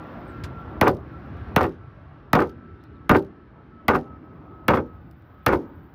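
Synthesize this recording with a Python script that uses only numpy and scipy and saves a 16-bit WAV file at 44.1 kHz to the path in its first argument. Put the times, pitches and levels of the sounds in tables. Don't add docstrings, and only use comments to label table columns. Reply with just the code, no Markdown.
import sys
import numpy as np
from scipy import signal
from scipy.fft import rfft, irfft
from scipy.io import wavfile
from scipy.ndimage import uniform_filter1d, minimum_filter1d, map_coordinates

SR = 44100
rng = np.random.default_rng(int(sys.argv[2]) if len(sys.argv) > 2 else 0)


def to_wav(s):
    ch = np.atleast_2d(s).T
    pcm = np.round(np.clip(ch, -1, 1) * 32767)
    wavfile.write(sys.argv[1], SR, pcm.astype(np.int16))


def gain_from_db(level_db):
    decades = np.asarray(level_db, float) / 20
    return 10 ** decades


N = 262346


def unit(x):
    return x / np.sqrt(np.mean(x ** 2) + 1e-20)


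def along(points, hz):
    f, v = np.transpose(points)
    return np.interp(np.log(hz + 1), np.log(f + 1), v)


def curves(rows):
    s, *cols = np.transpose(rows)
    return [np.interp(np.arange(N) / SR, s, c) for c in cols]


def wobble(rate_hz):
    knots = rng.standard_normal(N // 100)
    return map_coordinates(knots, [np.arange(N) * rate_hz / SR])


def noise(spectrum, shape):
    white = rng.standard_normal(shape)
    hz = np.fft.rfftfreq(white.shape[-1], 1 / SR)
    inside = (hz >= spectrum[0][0]) & (hz <= spectrum[-1][0])
    return unit(irfft(rfft(white) * gain_from_db(along(spectrum, hz)) * inside, white.shape[-1]))


def place(times_s, sounds):
    out = np.zeros(N + SR)
    for s, sound in zip(times_s, sounds):
        out[round(s * SR):][:len(sound)] += sound
    return out[:N]


# start_s, length_s, from_hz, to_hz, level_db
SQUEAKS = [(0.258, 0.074, 9600, 7700, -71), (2.795, .045, 3350, 4000, -72), (2.837, .045, 3900, 3930, -72),
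           (2.943, .042, 4300, 3500, -71)]


def birds():
    squeaks = []
    for _, length_s, from_hz, to_hz, level_db in SQUEAKS:
        u = np.linspace(0, 1, round(length_s * SR))
        hz = to_hz + (from_hz - to_hz) * (1 - u) ** 1.6
        tone = np.sin(np.pi * u) ** 1.2 * np.sin(2 * np.pi * np.cumsum(hz) / SR)
        blur = noise([(5, 0), (.03 * to_hz, -2), (.1 * to_hz, -9), (.2 * to_hz, -30)], len(u))
        squeaks.append(gain_from_db(level_db) * tone * blur)
    return place(np.transpose(SQUEAKS)[0], squeaks)


# time_s, level_db
GRASS_LEVEL = [(0, -77), (.5, -84), (1.5, -87), (1.75, -106), (3.85, -105), (4.05, -92), (5.06, -83),
               (5.95, -76.5)]


def grasshoppers():
    stroke_hz = 110 + 9 * wobble(8)
    stroke = (.5 + .5 * np.cos(2 * np.pi * np.cumsum(stroke_hz) / SR)) ** 2.5
    rasp = noise([(11500, -39), (13000, -9.0), (15300, -3.5), (16200, -31.0)], N)
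    buzz = unit((.25 + stroke) * gain_from_db(3 * wobble(60)) * rasp)
    return gain_from_db(curves(GRASS_LEVEL)[0]) * buzz


def patchy(x, depth_db):
    z = signal.stft(x, nperseg=2048)[2]
    field = uniform_filter1d(rng.standard_normal(z.shape), size=4, axis=0)
    field = uniform_filter1d(field, size=7, axis=1)
    return signal.istft(z * gain_from_db(depth_db * unit(field)), nperseg=2048)[1][:N]


# time_s, rumble_db, roar_db, rush_db
JET_LEVEL = [(0.0, -47, -40, -46), (0.49, -36, -43.5, -48.5), (0.78, -39, -38.5, -45.5),
             (1.06, -41, -46, -51), (1.57, -38.5, -40.5, -47.5), (1.79, -43.5, -52, -57.5),
             (2.17, -45.5, -53.5, -57.5), (2.47, -44.5, -47.5, -59.5), (3.13, -46.5, -49.5, -60),
             (3.53, -49.5, -53.5, -61.5), (3.81, -47, -51, -59), (4.04, -45.5, -46.5, -55.5),
             (4.47, -48.5, -48, -55), (4.74, -42.5, -51, -55), (5.15, -49, -54, -61),
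             (5.45, -47.5, -56, -59), (5.6, -47, -46, -54), (5.95, -49.5, -52.5, -59.5)]
# time_s, level_db
HISS_LEVEL_CURVE = [(0, -49.5), (.5, -51), (.8, -52), (.95, -61), (1.1, -53), (1.5, -50.5), (1.78, -58.5),
                    (3.1, -60.5), (3.55, -62.5), (4.0, -61), (4.75, -61), (5.2, -62.5), (5.6, -59),
                    (5.95, -63)]
# freq_hz, density_db_per_hz
RUMBLE_SPECTRUM = [(15, -66.5), (30, -37.5), (48, 4.5), (76, 9), (115, 5), (170, 0), (230, -45), (400, -82)]
ROAR_SPECTRUM = [(70, -95), (140, 0), (190, -0.5), (310, 1.5), (410, -5), (500, -15), (900, -86.5)]
RUSH_SPECTRUM = [(250, -99.5), (420, -2.5), (560, -1), (730, -2), (1200, -6), (1600, -18.5), (3000, -99)]
HISS_SPECTRUM = [(600, -84), (1100, 2.5), (1500, 3), (2200, -8), (3500, -18), (5500, -30.5), (7500, -48.5),
                 (12000, -41.5), (17000, -58.5)]


def jet_roar():
    levels_db = curves(JET_LEVEL) + curves(HISS_LEVEL_CURVE)
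    swells_db = [0.77, 0.51, 1.55, 0.31]
    colours = [RUMBLE_SPECTRUM, ROAR_SPECTRUM, RUSH_SPECTRUM, HISS_SPECTRUM]
    roar = np.zeros(N)
    for level_db, swell_db, colour in zip(levels_db, swells_db, colours):
        roar += gain_from_db(level_db + swell_db * wobble(11)) * noise(colour, N)
    return patchy(roar, depth_db=1.67)


# time_s, pitch_hz
WHINE_PITCH = [(0, 1369), (1.5, 1340), (3.0, 1316), (4.6, 1283), (5.95, 1286)]
# time_s, level_db
WHINE_LEVEL = [(0, -47), (.11, -61), (.155, -49.5), (.215, -61), (.3, -45), (.4, -49.5), (.53, -55),
               (.6, -43), (.66, -52.5), (.77, -52), (1.0, -74), (1.16, -49), (1.2, -72), (1.25, -51),
               (1.35, -64), (1.39, -54), (1.5, -57), (1.75, -76), (1.82, -56), (1.88, -67), (2.25, -66.5),
               (2.5, -51.5), (2.56, -65), (2.63, -54.5), (2.87, -66), (2.96, -56), (3.27, -67),
               (3.44, -61.5), (3.47, -75), (3.6, -58.5), (3.69, -78), (3.73, -55.5), (3.8, -52),
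               (3.85, -72), (4.03, -60), (4.065, -52.5), (4.17, -54), (4.21, -77), (4.26, -52.5),
               (4.41, -65.5), (4.55, -51.5), (4.65, -53.5), (4.82, -59), (4.93, -52.5), (4.98, -59),
               (5.01, -79), (5.3, -66), (5.44, -58), (5.6, -65), (5.66, -57), (5.73, -73), (5.95, -67)]


def jet_whine():
    flutter_db = 1.5
    phase = 2 * np.pi * np.cumsum(curves(WHINE_PITCH)[0]) / SR + 0.57 * wobble(23)
    level = gain_from_db(curves(WHINE_LEVEL)[0] + flutter_db * wobble(30))
    return np.sqrt(2) * level * np.sin(phase)


# start_s, hiss_db, hiss_t60_s, thud_hz, thud_db
LIGHT_SLAP = [(.4365, -32.5, 0.065, 74, -25)]


def slap():
    (s, hiss_db, hiss_t60_s, thud_hz, thud_db), = LIGHT_SLAP
    t = np.arange(SR // 8) / SR
    hiss = noise([(900, 6.0), (1800, 3), (5000, -2), (8000, -14.0), (15000, -19), (16500, -34)], len(t))
    hiss *= gain_from_db(hiss_db - 60 * t / hiss_t60_s)
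    thud = -np.sin(2 * np.pi * thud_hz * t + 0.29) * gain_from_db(thud_db - 60 * t / 0.081)
    return place([s], [(1 - np.exp(-t / 0.0019)) * (hiss + thud)])


# delay_s, tip_db
RATTLE_LEVEL = [(.012, -46), (.03, -42.5), (.045, -54.5), (.065, -37.5), (.09, -44), (.115, -58.5),
                (0.129, -56)]
# start_s, tip_db
CLEAR_TICKS = [(.8308, -42), (0.8428, -41), (0.8778, -26), (0.88, -24), (.8873, -41), (0.893, -39),
               (0.905, -47), (.9109, -45), (.9478, -48.5), (.9681, -51), (1.3699, -63), (1.5774, -38),
               (1.609, -33), (1.6138, -34.5), (1.6305, -34.5), (1.649, -46), (1.6694, -53), (1.693, -53),
               (1.722, -60), (2.346, -38.5), (2.3524, -26), (2.358, -39), (2.388, -42), (2.4044, -35),
               (2.4214, -37), (2.4402, -56), (2.472, -52), (2.4941, -48), (2.501, -55), (2.8376, -53),
               (3.108, -35), (3.115, -28.5), (3.1423, -40), (3.159, -34), (3.1664, -34.5), (3.191, -44.5),
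               (3.224, -51), (3.247, -55), (3.9016, -37), (3.9514, -49), (3.958, -33), (3.9883, -52.5),
               (4.01, -59), (4.7073, -36), (4.743, -38), (4.768, -50), (4.7747, -49), (5.1112, -50.5),
               (5.2215, -64), (5.4819, -30.5), (5.4886, -39), (5.5265, -44.5), (5.538, -38),
               (5.5716, -50.5), (5.6, -59), (5.6179, -58)]


def rattle(count):
    scatter_db = 1
    delays_s, levels_db = np.transpose(RATTLE_LEVEL)
    share = (np.arange(count) + rng.random((len(HAMMER_BLOWS), count))) / count
    delay_s = delays_s[0] + share * (delays_s[-1] - delays_s[0])
    tip_db = np.interp(delay_s, delays_s, levels_db) + scatter_db * rng.standard_normal(delay_s.shape)
    s = np.transpose(HAMMER_BLOWS)[0][:, None] + delay_s
    faint = np.transpose([s.ravel(), tip_db.ravel()])
    return np.concatenate([faint, CLEAR_TICKS]).T


def ticks():
    s, tip_db = rattle(count=18)
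    body_db = -1.5 + 2 * rng.standard_normal(len(s))
    t = np.arange(SR // 25) / SR
    shape = (len(s), len(t))
    tip = noise([(5000, -20.0), (7500, -7.0), (11000, -4.5), (15000, 0.5), (16200, -16.0)], shape)
    body = noise([(1800, -10), (3000, -2.0), (5000, -4.5), (8500, -27)], shape)
    tip *= gain_from_db(-60 * t / 0.0048) + gain_from_db(-22.5 - 60 * t / 0.052)
    body *= gain_from_db(body_db[:, None] - 60 * t / 0.017)
    return place(s, gain_from_db(tip_db)[:, None] * (1 - np.exp(-t / 0.0007)) * (tip + body))


# freq_hz, magnitude_db
WAVE_SPECTRUM = [(40, -24), (70, -1.5), (200, 4), (400, -11), (800, -1), (1500, -10), (2500, -17.5),
                 (4000, -26.5), (8000, -44)]


def wave():
    s, *_, wave_db = np.transpose(HAMMER_BLOWS)
    hz = np.fft.rfftfreq(SR // 8, 1 / SR)
    reach = .15 * np.exp(0.093 * rng.standard_normal((len(s), 1)))
    sweep = irfft(gain_from_db(along(WAVE_SPECTRUM, hz)) * np.exp(-4j * np.pi * reach * np.sqrt(hz)))
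    sweep *= np.linspace(1, 0, sweep.shape[1]) ** 2
    return place(s - .0008, gain_from_db(wave_db)[:, None] * sweep / np.abs(sweep).max())


# freq_hz, density_db_per_hz
CRACK_SPECTRUM = [(2000, 29), (4000, 28), (6500, 23.5), (8000, -4.5), (11000, 22), (15500, -24.5),
                  (17000, -51.5)]
# freq_hz, density_db_per_hz
SPARK_SPECTRUM = [(6000, -28.5), (9000, -5), (12000, -4.5), (15000, 3.5), (16800, -20), (17200, -46)]


def crack():
    s, crack_db = np.transpose(HAMMER_BLOWS)[:2]
    t = np.arange(SR // 5) / SR
    shape = (len(s), len(t))
    clumps = gain_from_db(3.2 * noise([(20, 2), (300, 0), (600, -18.5)], shape))
    crackle = clumps * (gain_from_db(-31.5 - 60 * t / 0.058) + gain_from_db(-41.5 - 60 * t / 0.44))
    snap = (gain_from_db(-11.0 - 60 * t / 0.017) + crackle) * noise(CRACK_SPECTRUM, shape)
    spark = gain_from_db(-8.5 - 60 * t / 0.013) * noise(SPARK_SPECTRUM, shape)
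    return place(s, gain_from_db(crack_db)[:, None] * (1 - np.exp(-t / 0.00052)) * (snap + spark))


# freq_hz, density_db_per_hz
PANEL_SPECTRUM = [(26, -36), (45, 5.5), (146, -1), (331, 1), (563, -5.5), (673, -11.5), (735, -8),
                  (1150, -6), (1220, -3), (1340, -10), (1490, -10), (2540, -24), (9000, -76),
                  (11700, -85.5), (19800, -120)]
# freq_hz, t60_s
PANEL_DECAY = [(60, 0.086), (160, 0.19), (420, 0.2), (1100, 0.073), (2900, 0.049), (7700, 0.076)]


def plate(count):
    hz = 50 * 200 ** ((np.arange(count) + rng.random(count)) / count) ** .8
    uneven = np.exp(0.29 * rng.standard_normal(count))
    t60_s = (along(PANEL_DECAY, hz) * uneven)[:, None]
    t = np.arange(SR // 3) / SR
    fade = gain_from_db(-60 * t / t60_s) + gain_from_db(-32.5 - 24 * t / t60_s)
    weight = gain_from_db(along(PANEL_SPECTRUM, hz) + 3.02 * rng.standard_normal(count))
    weight *= np.sqrt(np.gradient(hz) / t60_s[:, 0])
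    ring = fade * np.sin(2 * np.pi * (hz[:, None] * t + rng.random((count, 1))))
    return hz, t, ring * (weight / np.linalg.norm(weight))[:, None]


def contacts(s, level_db, boom_db, modes, spread, bright_db):
    hz, t, rings = modes
    low, high = 1 / (1 + (hz / 280) ** 4), 1 / (1 + (2000 / hz) ** 2)
    tilt_db = level_db[:, None] + boom_db[:, None] * low + bright_db * high
    strength = gain_from_db(tilt_db) * rng.standard_normal((len(s), len(hz)))
    arrival = (1 - np.exp(-t * np.sqrt(hz)[:, None] / spread)) ** 2
    return place(s, strength @ (rings * arrival))


# start_s, level_db, boom_db
PANEL_SHUDDERS = [(.827, -4, -11), (1.577, -5.5, -12), (2.349, -1.5, -6.5), (3.11, -1.5, -1.5),
                  (3.899, -4.5, -23), (4.699, -3, -6), (5.487, -5.5, -6.5)]
# touch_s, touch_level_db, slap_s, slap_level_db, slap_boom_db
FRAME_REBOUNDS = [(.857, -9.5, 0.87, 0, -18), (1.607, -5.5, 1.638, -8, -7), (2.389, -5.5, 2.416, -8, -23),
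                  (3.149, -7, 3.146, -4, -13), (3.933, -9, 3.951, -7, -15), (4.734, -4.5, 4.77, -8, -4),
                  (5.514, -14, 5.531, -6, -4.5)]


def bucks():
    shudder_gap_s, shudder_loss_db = .011, 5.5
    chatter_gap_s, chatter_loss_db, chatter_boom_db = .014, 11.5, 0.5
    touch_boom_db, midway_db, uneven_s = -7, -4.5, 0.00201
    firm, repeats = list(PANEL_SHUDDERS), []
    for s, db, boom_db in PANEL_SHUDDERS:
        repeats += [(s + k * shudder_gap_s, db - k * shudder_loss_db, boom_db) for k in range(1, 3)]
    for touch_s, touch_db, s, db, boom_db in FRAME_REBOUNDS:
        firm += [(touch_s, touch_db, touch_boom_db), (s, db, boom_db)]
        repeats += [((touch_s + s) / 2, db + midway_db, touch_boom_db)]
        repeats += [(s + k * chatter_gap_s, db - k * chatter_loss_db, chatter_boom_db) for k in range(1, 4)]
    repeats = np.array(repeats)
    repeats[:, 0] += uneven_s * rng.standard_normal(len(repeats))
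    return np.concatenate([firm, repeats]).T


# start_s, crack_db, ring_db, boom_over_ring_db, wave_db
HAMMER_BLOWS = [(0.8116, -12.5, -6, -3, -3.5), (1.5619, -12, -6.5, -32, -2), (2.3309, -10.5, -8, 0.5, -5.5),
                (3.0933, -15.5, -5.5, 0.5, -8.5), (3.8816, -14, -5, -1.5, -7), (4.6817, -14, -4, -7, -7.5),
                (5.463, -11.5, -5, 0, -7.5)]


def roof():
    modes = plate(count=500)
    s, _, ring_db, boom_db, _ = np.transpose(HAMMER_BLOWS)
    blows = contacts(s, ring_db, boom_db, modes, spread=0.086, bright_db=13.5)
    return blows + contacts(*bucks(), modes, spread=0.046, bright_db=-7)


def scene():
    background = birds() + grasshoppers() + jet_roar() + jet_whine()
    hammering = slap() + ticks() + wave() + crack() + roof()
    return (background + hammering)[None]


def low_pass(x):
    return signal.sosfilt(signal.butter(12, 17090, fs=SR, output="sos"), x)


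def record(dry):
    dry = signal.sosfilt(signal.butter(2, 48, "high", fs=SR, output="sos"), dry)
    need = np.minimum(1, .66 / (np.abs(dry) + 1e-9))
    gain = uniform_filter1d(minimum_filter1d(need, size=61), size=31)
    return low_pass(dry * gain)


dry = scene()
out = record(dry)
to_wav(out)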